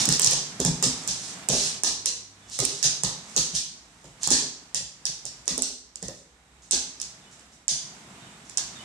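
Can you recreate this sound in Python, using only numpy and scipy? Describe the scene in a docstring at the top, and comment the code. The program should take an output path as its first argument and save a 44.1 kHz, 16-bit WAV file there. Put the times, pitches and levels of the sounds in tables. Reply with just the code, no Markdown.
"""A bare room with a laminate floor: a dog pounces and turns two metres from a phone's two microphones.
Claws tick and skid as shaped noise bursts, paws thump the floating boards, which ring in low modes,
and the walls return a bright tail. Behind lie filtered-noise rumble, a rush that swells and fades,
a low hum and a faint sliding two-note chirp. The phone's gain control ducks just ahead of the
sharpest ticks."""
import sys
import numpy as np
from scipy import signal
from scipy.fft import rfft, irfft
from scipy.io import wavfile
from scipy.ndimage import uniform_filter1d, minimum_filter1d

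SR = 44100
rng = np.random.default_rng(int(sys.argv[2]) if len(sys.argv) > 2 else 0)


def store_pcm(level_fs):
    """Save levels as 16-bit WAV."""
    pcm = np.round(np.clip(level_fs, -1, 1) * 32767).astype(np.int16)
    wavfile.write(sys.argv[1], SR, np.atleast_2d(pcm).T)


N = 390240
TIME = np.arange(N) / SR  # s

# Claw ticks. Each row: start in seconds, relative level in dB, nail ring in Hz, left minus right in dB
# ahead of the ports, feed to the room in dB and knock on the planks in dB, both relative to the level.
CLAW_TICKS = [(0.0543, -13, 7000, -6, -18, -21), (.0585, -15, 6650, 2.5, -11, -17),
              (0.0888, -8, 6060, -4.5, -11, -14.5), (0.1245, -7.5, 5150, -1, -12.5, -28),
              (0.1956, -9, 8050, -9.5, -15, -12.5), (.2178, -7.5, 7220, -2, -8, -32),
              (0.2451, -4.5, 6700, -5.5, -11.5, -25), (0.2615, -7, 5940, 11, -11.5, -18),
              (0.2712, -10, 5600, -8, -18, -33), (.31, -13, 8600, -3, -14, -28),
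              (0.3332, -19, 5310, -13, -29, -48), (0.6015, -18.5, 6800, -7.5, -14, -16.5),
              (.6495, -14.5, 7300, -2.5, -10, -15), (.826, -14, 7460, 1, -6.5, -14),
              (0.854, -17.5, 5000, -3, -11.5, -30), (1.076, -22.5, 7100, -8.5, -5, -19),
              (1.0842, -27.5, 7170, 3, -18, -14.5), (1.0982, -27, 5570, 1, -4, -26),
              (1.4334, -54, 6630, -3, -14, 6), (1.487, -10, 7700, -6, -10, -16),
              (1.8347, -11, 6670, -7.5, -10, -16), (1.8615, -22, 5460, 1, -3, -45),
              (2.058, -14.5, 6650, -4, -9.5, -21), (2.4983, -43.5, 7500, -18, -15, -23),
              (2.5891, -19.5, 7340, -3, -7, -10.5), (2.602, -19.5, 7000, -5, -14, -30),
              (2.651, -18, 8000, -19, -17, -18), (2.828, -21.5, 6060, -20, 0.7, -12),
              (2.844, -18, 5240, 5, -3, -17), (3.035, -14.5, 6400, -8, -10, -14.5),
              (3.297, -46, 7200, -10, -31, -10), (3.3636, -11.5, 6300, -3, -7, -18),
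              (3.551, -23.5, 5540, -6, -3, -18.5), (4.0424, -47, 7160, -4, -7, -8),
              (4.2318, -22, 7000, -11, -4, -18), (4.2741, -13, 6960, -6, -17, -15.5),
              (4.3042, -14, 7240, -9, -2.5, -38), (4.321, -12, 5200, 6, -7.5, -16),
              (4.7457, -16, 7000, -5.5, -10.5, -21.5), (5.0536, -16, 5350, -8, -11.5, -26),
              (5.253, -25.5, 6630, -5, -10.5, -28), (5.456, -38.5, 7110, -2, -8, -26.5),
              (5.4788, -14, 6500, -9.5, -11.5, -18), (5.5784, -19, 8700, -8.5, -14, -41.5),
              (5.6211, -12, 7700, -5.5, -14.5, -28), (5.9568, -29.5, 6800, -4, -18, -23),
              (6.0265, -28.5, 7000, -9, -13, -17.5), (6.0826, -29, 6340, -8, -18.5, -16.5),
              (6.71, -12.5, 7600, -5, -8.5, -26.5), (6.7314, -15.5, 5500, -1, -10.5, -17.5),
              (7, -30, 5500, -10, -10.5, -20.5), (7.015, -27.5, 7000, -17, -9, -32.5),
              (7.0394, -37, 7050, 0, -17, -21), (7.3947, -46.5, 7080, -11, -11, -12),
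              (7.681, -10, 6860, -7, -10.5, -24), (8.4963, -37.5, 7100, -14, -11, -13),
              (8.5729, -14.5, 6340, -2, -14, -28), (8.581, -19, 6440, -11, -19, -18.5)]
# Paw thumps. Each row: start in seconds, relative level in dB, pitch in Hz, relative level of the slap in dB.
PAW_THUMPS = [(.076, -15, 203, -33), (.249, -25, 140, -33.5), (.319, -33, 160, -34.5),
              (0.596, -23, 293, -38), (.649, -20.5, 176, -38.5), (.672, -18.5, 192, -36),
              (.832, -29.5, 157, -33.5), (.857, -24.5, 205, -44), (1.083, -35.5, 148, -54),
              (1.492, -22.5, 197, -27), (1.529, -30, 208, -27), (1.866, -40.5, 232, -53),
              (2.591, -30.5, 154, -35.5), (2.622, -40, 144, -28), (2.847, -33, 149, -40.5),
              (3.033, -26.5, 173, -35), (3.367, -28.5, 159, -32.5), (3.531, -34, 177, -52),
              (4.043, -47, 150, -48.5), (4.079, -50.5, 160, -57), (4.269, -31.5, 220, -51),
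              (4.31, -25, 252, -27), (4.748, -44.5, 197, -50), (4.802, -45, 147, -51),
              (5.085, -44, 157, -53), (5.245, -50, 168, -48.5), (5.473, -49, 205, -38.5),
              (5.502, -32, 250, -52), (5.576, -36, 347, -35.5), (6.024, -33.5, 171, -40),
              (6.083, -42, 147, -38), (6.728, -31, 297, -63), (7.707, -40, 182, -71),
              (8.622, -50, 278, -66.5)]
# Claws skidding. Each row: start of full contact in seconds, length in seconds, relative level in dB,
# time to gain 20 dB in seconds (2 ms at least).
CLAW_SKIDS = [(0, .016, -19, .011), (0.132, .006, -24, .006), (.192, .16, -31.5, .006),
              (0.598, .006, -24.5, -0.27), (1.193, .12, -37.5, 0.9), (1.512, .15, -21, 0.01),
              (2.532, .012, -29.5, 0.05), (2.632, 0.016, -20, 0), (2.652, .14, -37, 0.16),
              (3.326, .05, -40.5, 0.2), (3.545, .015, -22.5, 0.0159), (4.03, .07, -54, 0.7),
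              (4.224, .03, -27, 0.02), (6.02, .012, -36.5, -0.04), (6.086, .11, -49.5, -0.6),
              (6.621, .055, -47.5, -0.15), (7.313, .02, -46, -0.07), (7.52, .012, -47, -0.08),
              (8.45, .05, -49.5, -0.4)]
# Spectrum of a tick heard directly. Each row: frequency in Hz, relative level in dB.
TICK_COLOUR = [(880, -50), (1500, -32), (4470, -12), (5430, -2.5), (6330, -7), (8180, -3), (9950, -10.5),
               (11500, -31.5), (15000, -40), (22000, -120)]
# Spectrum of skids and of the duller tick sent to the room. Each row: frequency in Hz, relative level in dB.
CLAW_COLOUR = [(880, -48.5), (1500, -24), (2000, -21), (3150, -10), (4370, -4), (6300, -1.5),
               (10400, -16.5), (11700, -28), (12400, -54.5), (13500, -53.5), (15000, -76.5)]
# Treble snap of the ticks, bright at first and dull after six seconds.
# Each row: time in seconds, relative level in dB.
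SNAP_LEVEL = [(0, -11), (5.7, -19.5), (6, -40), (8.85, -40)]
# Plank resonances under a nail. Each row: frequency in Hz, bandwidth in Hz, relative level in dB.
PLANK_BANDS = [(500, 300, -6), (900, 300, 0), (1700, 280, -4), (2500, 280, -4), (3300, 300, -3)]
# Modes of the floating floor. Each row: frequency in Hz, relative level in dB, time to fall 60 dB in seconds.
BOARD_MODES = [(145, 0, .11), (185, -2, .1), (270, -4, .08), (420, -8, .07), (520, -10, .06),
               (775, -14, .05)]
# Faint chirps. Each row: start in seconds, relative level in dB.
CHIRP_STARTS = [(2.4, -65.5), (7.21, -64), (8.203, -61), (8.738, -52)]
# The two notes of a chirp. Each row: delay in seconds, length in seconds, first and last pitch in Hz,
# relative level in dB.
CHIRP_NOTES = [(0, 0.038, 3730, 3470, 1), (.04, 0.032, 3050, 2920, -1)]
# Decay of the room. Each row: frequency in Hz, time to fall 60 dB in seconds.
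ROOM_DECAY = [(100, 0.41), (260, 0.68), (700, 0.49), (1840, 0.49), (4850, 0.55), (12800, 0.33)]
# Rumble of the quiet room. Each row: frequency in Hz, relative level in dB.
RUMBLE_COLOUR = [(18, -64), (30, -24), (43, -3.5), (64, 7), (86, -16), (116, -14.5), (2350, -15.5),
                 (2730, -51), (3790, -11), (4290, -27.5), (12000, -35), (15600, -65), (22000, -120)]
# Spectrum of the rush. Each row: frequency in Hz, relative level in dB.
RUSH_COLOUR = [(59, -49.5), (100, -2), (182, 1.5), (560, -10.5), (671, -5), (3470, -11.5), (4410, -14.5),
               (7570, -13), (12000, -32), (15600, -61), (22000, -120)]
# Swells of the rush. Each row: time in seconds, level in dB before its random wander.
RUSH_LEVEL = [(0, -32), (.39, -47.5), (1.65, -41), (2.29, -56.5), (2.78, -49), (3.5, -48), (3.67, -56),
              (4.14, -55.5), (4.41, -43), (4.53, -53), (4.88, -57), (5.64, -52), (5.77, -62.5), (6.56, -60),
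              (6.82, -53), (7.69, -55.5), (7.84, -49), (8.85, -48.5)]
# Swell of the hum. Each row: time in seconds, level in dB ahead of the ports.
HUM_LEVEL = [(1.1, -95), (1.8, -56.5), (2.55, -59.5), (3.2, -89)]
# Likeness of the noise at the two ports. Each row: frequency in Hz, likeness (used between 0 and 1).
PORT_LIKENESS = [(60, 2), (130, 1.26), (290, 0.9), (640, 0.65), (1410, 0.12), (3100, -0.53), (6820, -0.09),
                 (15000, 6)]
# Unequal microphone ports. Each row: frequency in Hz, left minus right in dB.
PORT_DIFFERENCE = [(60, -2.5), (110, 0), (200, 0), (380, 0.5), (700, -0.5), (1290, -4), (2380, -5.5),
                   (4400, 0.5), (8120, -5.5), (15000, -1)]

CONTACT_S = 0.0018  # spread of the nails' landing
SNAP_HZ, SNAP_TILT = 6800, 3.5  # nails that ring higher snap harder: dB per kHz above this ring
PLANK_SCATTER = 0.08  # random spread of plank pitch from tick to tick, as a fraction
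SKID_FALL_S = 0.049  # time to lose 20 dB
PUSH_S, SLAP_HZ = 0.019, 437  # decay of a landing's push, centre of the pad's slap
BOOM_DB, BOOM_GROWTH = -27.5, 0.74  # the joists boom at this level plus a share of the thump's dB
FLOOR_LOW_HZ = 125  # the boards are too narrow to radiate below this
RUMBLE_DB = -63.5  # before its random wander
HUM_HZ = 100
TOP_HZ = 15800  # the microphones' steep upper limit


def claws(places=4):
    """Nails tick and drag: direct sound, plus feeds that excite the room from a few places."""
    direct, feed, knock = np.zeros((2, N)), np.zeros((places, N)), np.zeros(N)
    t = TIME[:1200]
    pulse = 1. * (t == 0)
    sharp, dull = colour(pulse, TICK_COLOUR), colour(pulse, CLAW_COLOUR)
    chance = rng.standard_normal((len(CLAW_TICKS), 3, len(t)))
    for k, (row, noise) in enumerate(zip(CLAW_TICKS, chance)):
        s, db, hz, pan_db, room_db, knock_db = row
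        # the nails of one paw land within a few milliseconds; each port hears them a little differently
        u = t / CONTACT_S
        hits = (noise[0] + 2.5 * noise[1:]) * np.exp(-u) * np.minimum(5 * u, 1)
        snap_db = np.interp(s, *np.transpose(SNAP_LEVEL)) + SNAP_TILT * (hz - SNAP_HZ) / 1000
        tick = nail_tick(hits, sharp, hz, db, snap_db)
        add(direct, s, tick * undb([[pan_db / 2], [-pan_db / 2]]))
        # all round, the paw sounds duller
        spread = np.convolve(dull, pulse + 0.022 * hits[0])[:len(t)]
        spread = spread + 0.63 * band(spread, hz, 0.4 * hz)
        add(feed[k % places], s, level(spread, db + room_db))
        pitch = 1 + PLANK_SCATTER * np.clip(noise[0, -1], -2, 2)
        add(knock, s, level(plank_knock(hits[0], pitch), db + knock_db))
    skid = skids()
    direct += skid * undb([[-6.0], [-4.0]]) + undb(-10.5) * knock
    feed[0] += undb(-1.5) * skid + undb(-5.5) * knock
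    return direct, feed


def nail_tick(hits, sharp, hz, db, snap_db):
    """Nail impacts excite a narrow ring at the nail's own pitch and a treble snap."""
    ringing = hits + 2.14 * band(hits, hz, 0.082 * hz)
    body = signal.fftconvolve(ringing, sharp[None], axes=1)[:, :hits.shape[1]]
    snap = band(hits, 11400, 4000, order=2)
    return peak(body, db + 6.0) + peak(snap, db + snap_db)


def plank_knock(hits, pitch):
    """Nail impacts excite broad plank resonances, which shift together by a small random amount each tick."""
    return sum(undb(db) * band(hits, hz * pitch, width_hz) for hz, width_hz, db in PLANK_BANDS)


def skids():
    """A dragged nail catches on the grain in dense uneven slips."""
    slips = rng.standard_normal(N) * undb(2.0 * rng.exponential(1, N) + 2.2 * walk(110))
    drag = np.zeros(N)
    for s, length, db, rise in CLAW_SKIDS:
        before = (s - TIME) / max(rise, .002)
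        after = (TIME - s - length) / SKID_FALL_S
        drag += undb(db - 20 * np.maximum(np.maximum(before, after), 0))
    # a light touch sounds thinner and higher
    light = 1 / (1 + (drag / undb(-44)) ** 2)
    heavy = level(colour(slips, CLAW_COLOUR), -5)
    brush = level(band(heavy, 7800, 3000), -10.0)
    return uniform_filter1d(drag, 200) * (np.sqrt(1 - light) * heavy + np.sqrt(light) * brush)


def paws():
    """Each landing pushes the boards unevenly for a moment; the pad slaps higher, the joists boom lower."""
    push, slap, boom = np.zeros(N), np.zeros(N), np.zeros(N)
    t = TIME[:SR // 8]
    chance = rng.standard_normal((len(PAW_THUMPS), len(t)))
    for (s, db, hz, slap_db), noise in zip(PAW_THUMPS, chance):
        u = t / PUSH_S
        blow = noise * np.minimum(u / 0.13, 1) * np.exp(-u)
        add(push, s, level(band(blow, hz, .62 * hz, order=2), db))
        add(slap, s, level(band(blow, SLAP_HZ, 0.74 * SLAP_HZ, order=2), slap_db))
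        add(boom, s, level(band(blow, 57, 26, order=3), BOOM_DB + BOOM_GROWTH * db))
    wood = undb(-58.5) * boards(push + slap) + undb(-13.5) * push
    wood = signal.sosfilt(signal.butter(3, FLOOR_LOW_HZ, "high", fs=SR, output="sos"), wood)
    return wood + undb(-10.0) * slap + undb(-3.5) * boom


def boards(push):
    """The floating floor rings in a few low, decaying modes."""
    t = TIME[:SR // 2]
    ring = sum(undb(db - 60 * t / t60) * np.sin(2 * np.pi * hz * t) for hz, db, t60 in BOARD_MODES)
    return signal.oaconvolve(push, ring)[:N]


def room(x, build_s=0.0072, lumps_db=6.5, lumpy_s=0.029):
    """Wall echoes: uneven at first, then a dense tail whose decay time depends on pitch."""
    t = TIME[:30000]
    noise, tail = rfft(pair(len(t))), 0
    step = 2 * np.log2(np.maximum(np.arange(noise.shape[1]), 1) * SR / len(t))
    for k in range(10, 29):  # overlapping half-octave bands that add up flat, each with its own decay
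        part = irfft(noise * np.clip(1 - np.abs(step - k), 0, 1))
        tail = tail + part * undb(-60 * t / along(ROOM_DECAY, 2 ** (k / 2)))
    build = 1 - np.exp(-(t / build_s) ** 2)
    lumps = np.repeat(rng.standard_normal((2, len(t) // 40)), 40, axis=1)
    tail = tail * build * undb(lumps_db * lumps * np.exp(-t / lumpy_s))
    return signal.oaconvolve(x[None], level(tail, -44), axes=1)[:, :N]


def chirps():
    """Two thin wavering notes, each a sine that slides down."""
    out = np.zeros(N)
    for s, db in CHIRP_STARTS:
        for delay, length, first_hz, last_hz, note_db in CHIRP_NOTES:
            count = int(length * SR)
            hz = np.linspace(first_hz, last_hz, count) * (1 + 0.022 * walk(220)[:count])
            note = np.hanning(count) * np.sin(2 * np.pi * np.cumsum(hz) / SR)
            add(out, s + delay, undb(db + note_db) * note)
    return out


def background():
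    """Room rumble and a swelling rush of coloured noise, with a low sine hum."""
    rumble = level(np.array([colour(v, RUMBLE_COLOUR) for v in pair(N)]), RUMBLE_DB)
    rumble = rumble * undb(1.0 * walk(3.13))
    rush = level(np.array([colour(v, RUSH_COLOUR) for v in pair(N)]), 0)
    rush = rush * undb(np.interp(TIME, *np.transpose(RUSH_LEVEL)) + 1.2 * walk(8))
    hum = np.sin(2 * np.pi * HUM_HZ * TIME) * undb(np.interp(TIME, *np.transpose(HUM_LEVEL)))
    return rumble + rush + hum


def pair(count):
    """Noise at two ports: the same in the bass, least alike in the middle and low treble, alike at the top."""
    like = np.clip(along(PORT_LIKENESS, np.arange(count // 2 + 1) * SR / count), 0, 1)
    mid, side = rfft(rng.standard_normal((2, count)))
    return irfft(mid * np.sqrt(1 + like) + side * np.sqrt(1 - like) * np.array([[1], [-1]]), count)


def walk(rate):
    """Random levels held 1 / rate s and slewed twice; spread near 1."""
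    k = int(SR / rate)
    held = np.repeat(rng.standard_normal(N // k + 1), k)
    return 1.42 * uniform_filter1d(uniform_filter1d(held, k), k)[:N]


def undb(db):
    """Turn dB into an amplitude factor."""
    return 10 ** (np.asarray(db) / 20)


def level(x, db):
    """Set the RMS level."""
    return x * undb(db) / np.sqrt(np.mean(x ** 2))


def peak(x, db):
    """Set the peak level of each channel."""
    return x * undb(db) / np.abs(x).max(axis=-1, keepdims=True)


def along(table, hz):
    """Read (Hz, value) rows on a log-frequency axis."""
    f, v = np.transpose(table)
    return np.interp(np.log(np.maximum(hz, 1)), np.log(f), v)


def colour(x, table, share=1, size=4096):
    """Causal filter with the gain of (Hz, dB) rows, from the folded cepstrum."""
    log_gain = share * along(table, np.arange(size // 2 + 1) * SR / size) * np.log(10) / 20
    c = irfft(log_gain)
    c[1:size // 2] *= 2
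    c[size // 2 + 1:] = 0
    return signal.oaconvolve(x, irfft(np.exp(rfft(c))))[:len(x)]


def band(x, hz, width_hz, order=1):
    """Band-pass round a centre."""
    edges = [max(hz - width_hz / 2, 10), min(hz + width_hz / 2, SR / 2.1)]
    return signal.sosfilt(signal.butter(order, edges, "band", fs=SR, output="sos"), x)


def add(track, s, sound):
    """Mix a short sound into a track."""
    i = max(int(s * SR), 0)
    track[..., i:i + sound.shape[-1]] += sound[..., :N - i]


def scene():
    """Sum the direct sounds, their wall echoes and the background at the two microphones."""
    direct, feed = claws()
    thumps, notes = paws(), chirps()
    feed[1] += undb(-7.0) * thumps + undb(9.5) * notes
    return direct + thumps + notes + sum(room(x) for x in feed) + background()


def record(dry, top_db=-4.0, grip=0.68, ahead_s=0.023, hold_s=0.009, release_s=0.011):
    """Unequal ports, a gain control that looks ahead, clipping and a steep treble cut."""
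    left = colour(dry[0], PORT_DIFFERENCE, share=.5)
    right = colour(dry[1], PORT_DIFFERENCE, share=-.5)
    x = np.array([left, right])
    # above top_db, the gain gives up a share (grip) of the excess
    loud_db = 20 * np.log10(np.abs(x).max(axis=0) + 1e-9)
    cut = np.clip(grip, 0, 1) * np.minimum(top_db - loud_db, 0)
    span = int((ahead_s + hold_s) * SR)
    cut = uniform_filter1d(minimum_filter1d(cut, 2 * span), span)  # slides down before the peak
    keep = np.exp(-1 / (release_s * SR))
    cut = np.minimum(cut, signal.lfilter([1 - keep], [1, -keep], cut))  # and comes back slowly
    clipped = np.clip(x * undb(cut), -1, 1)
    return signal.sosfilt(signal.ellip(8, .2, 70, TOP_HZ, fs=SR, output="sos"), clipped)


dry = scene()
out = record(dry)
store_pcm(out)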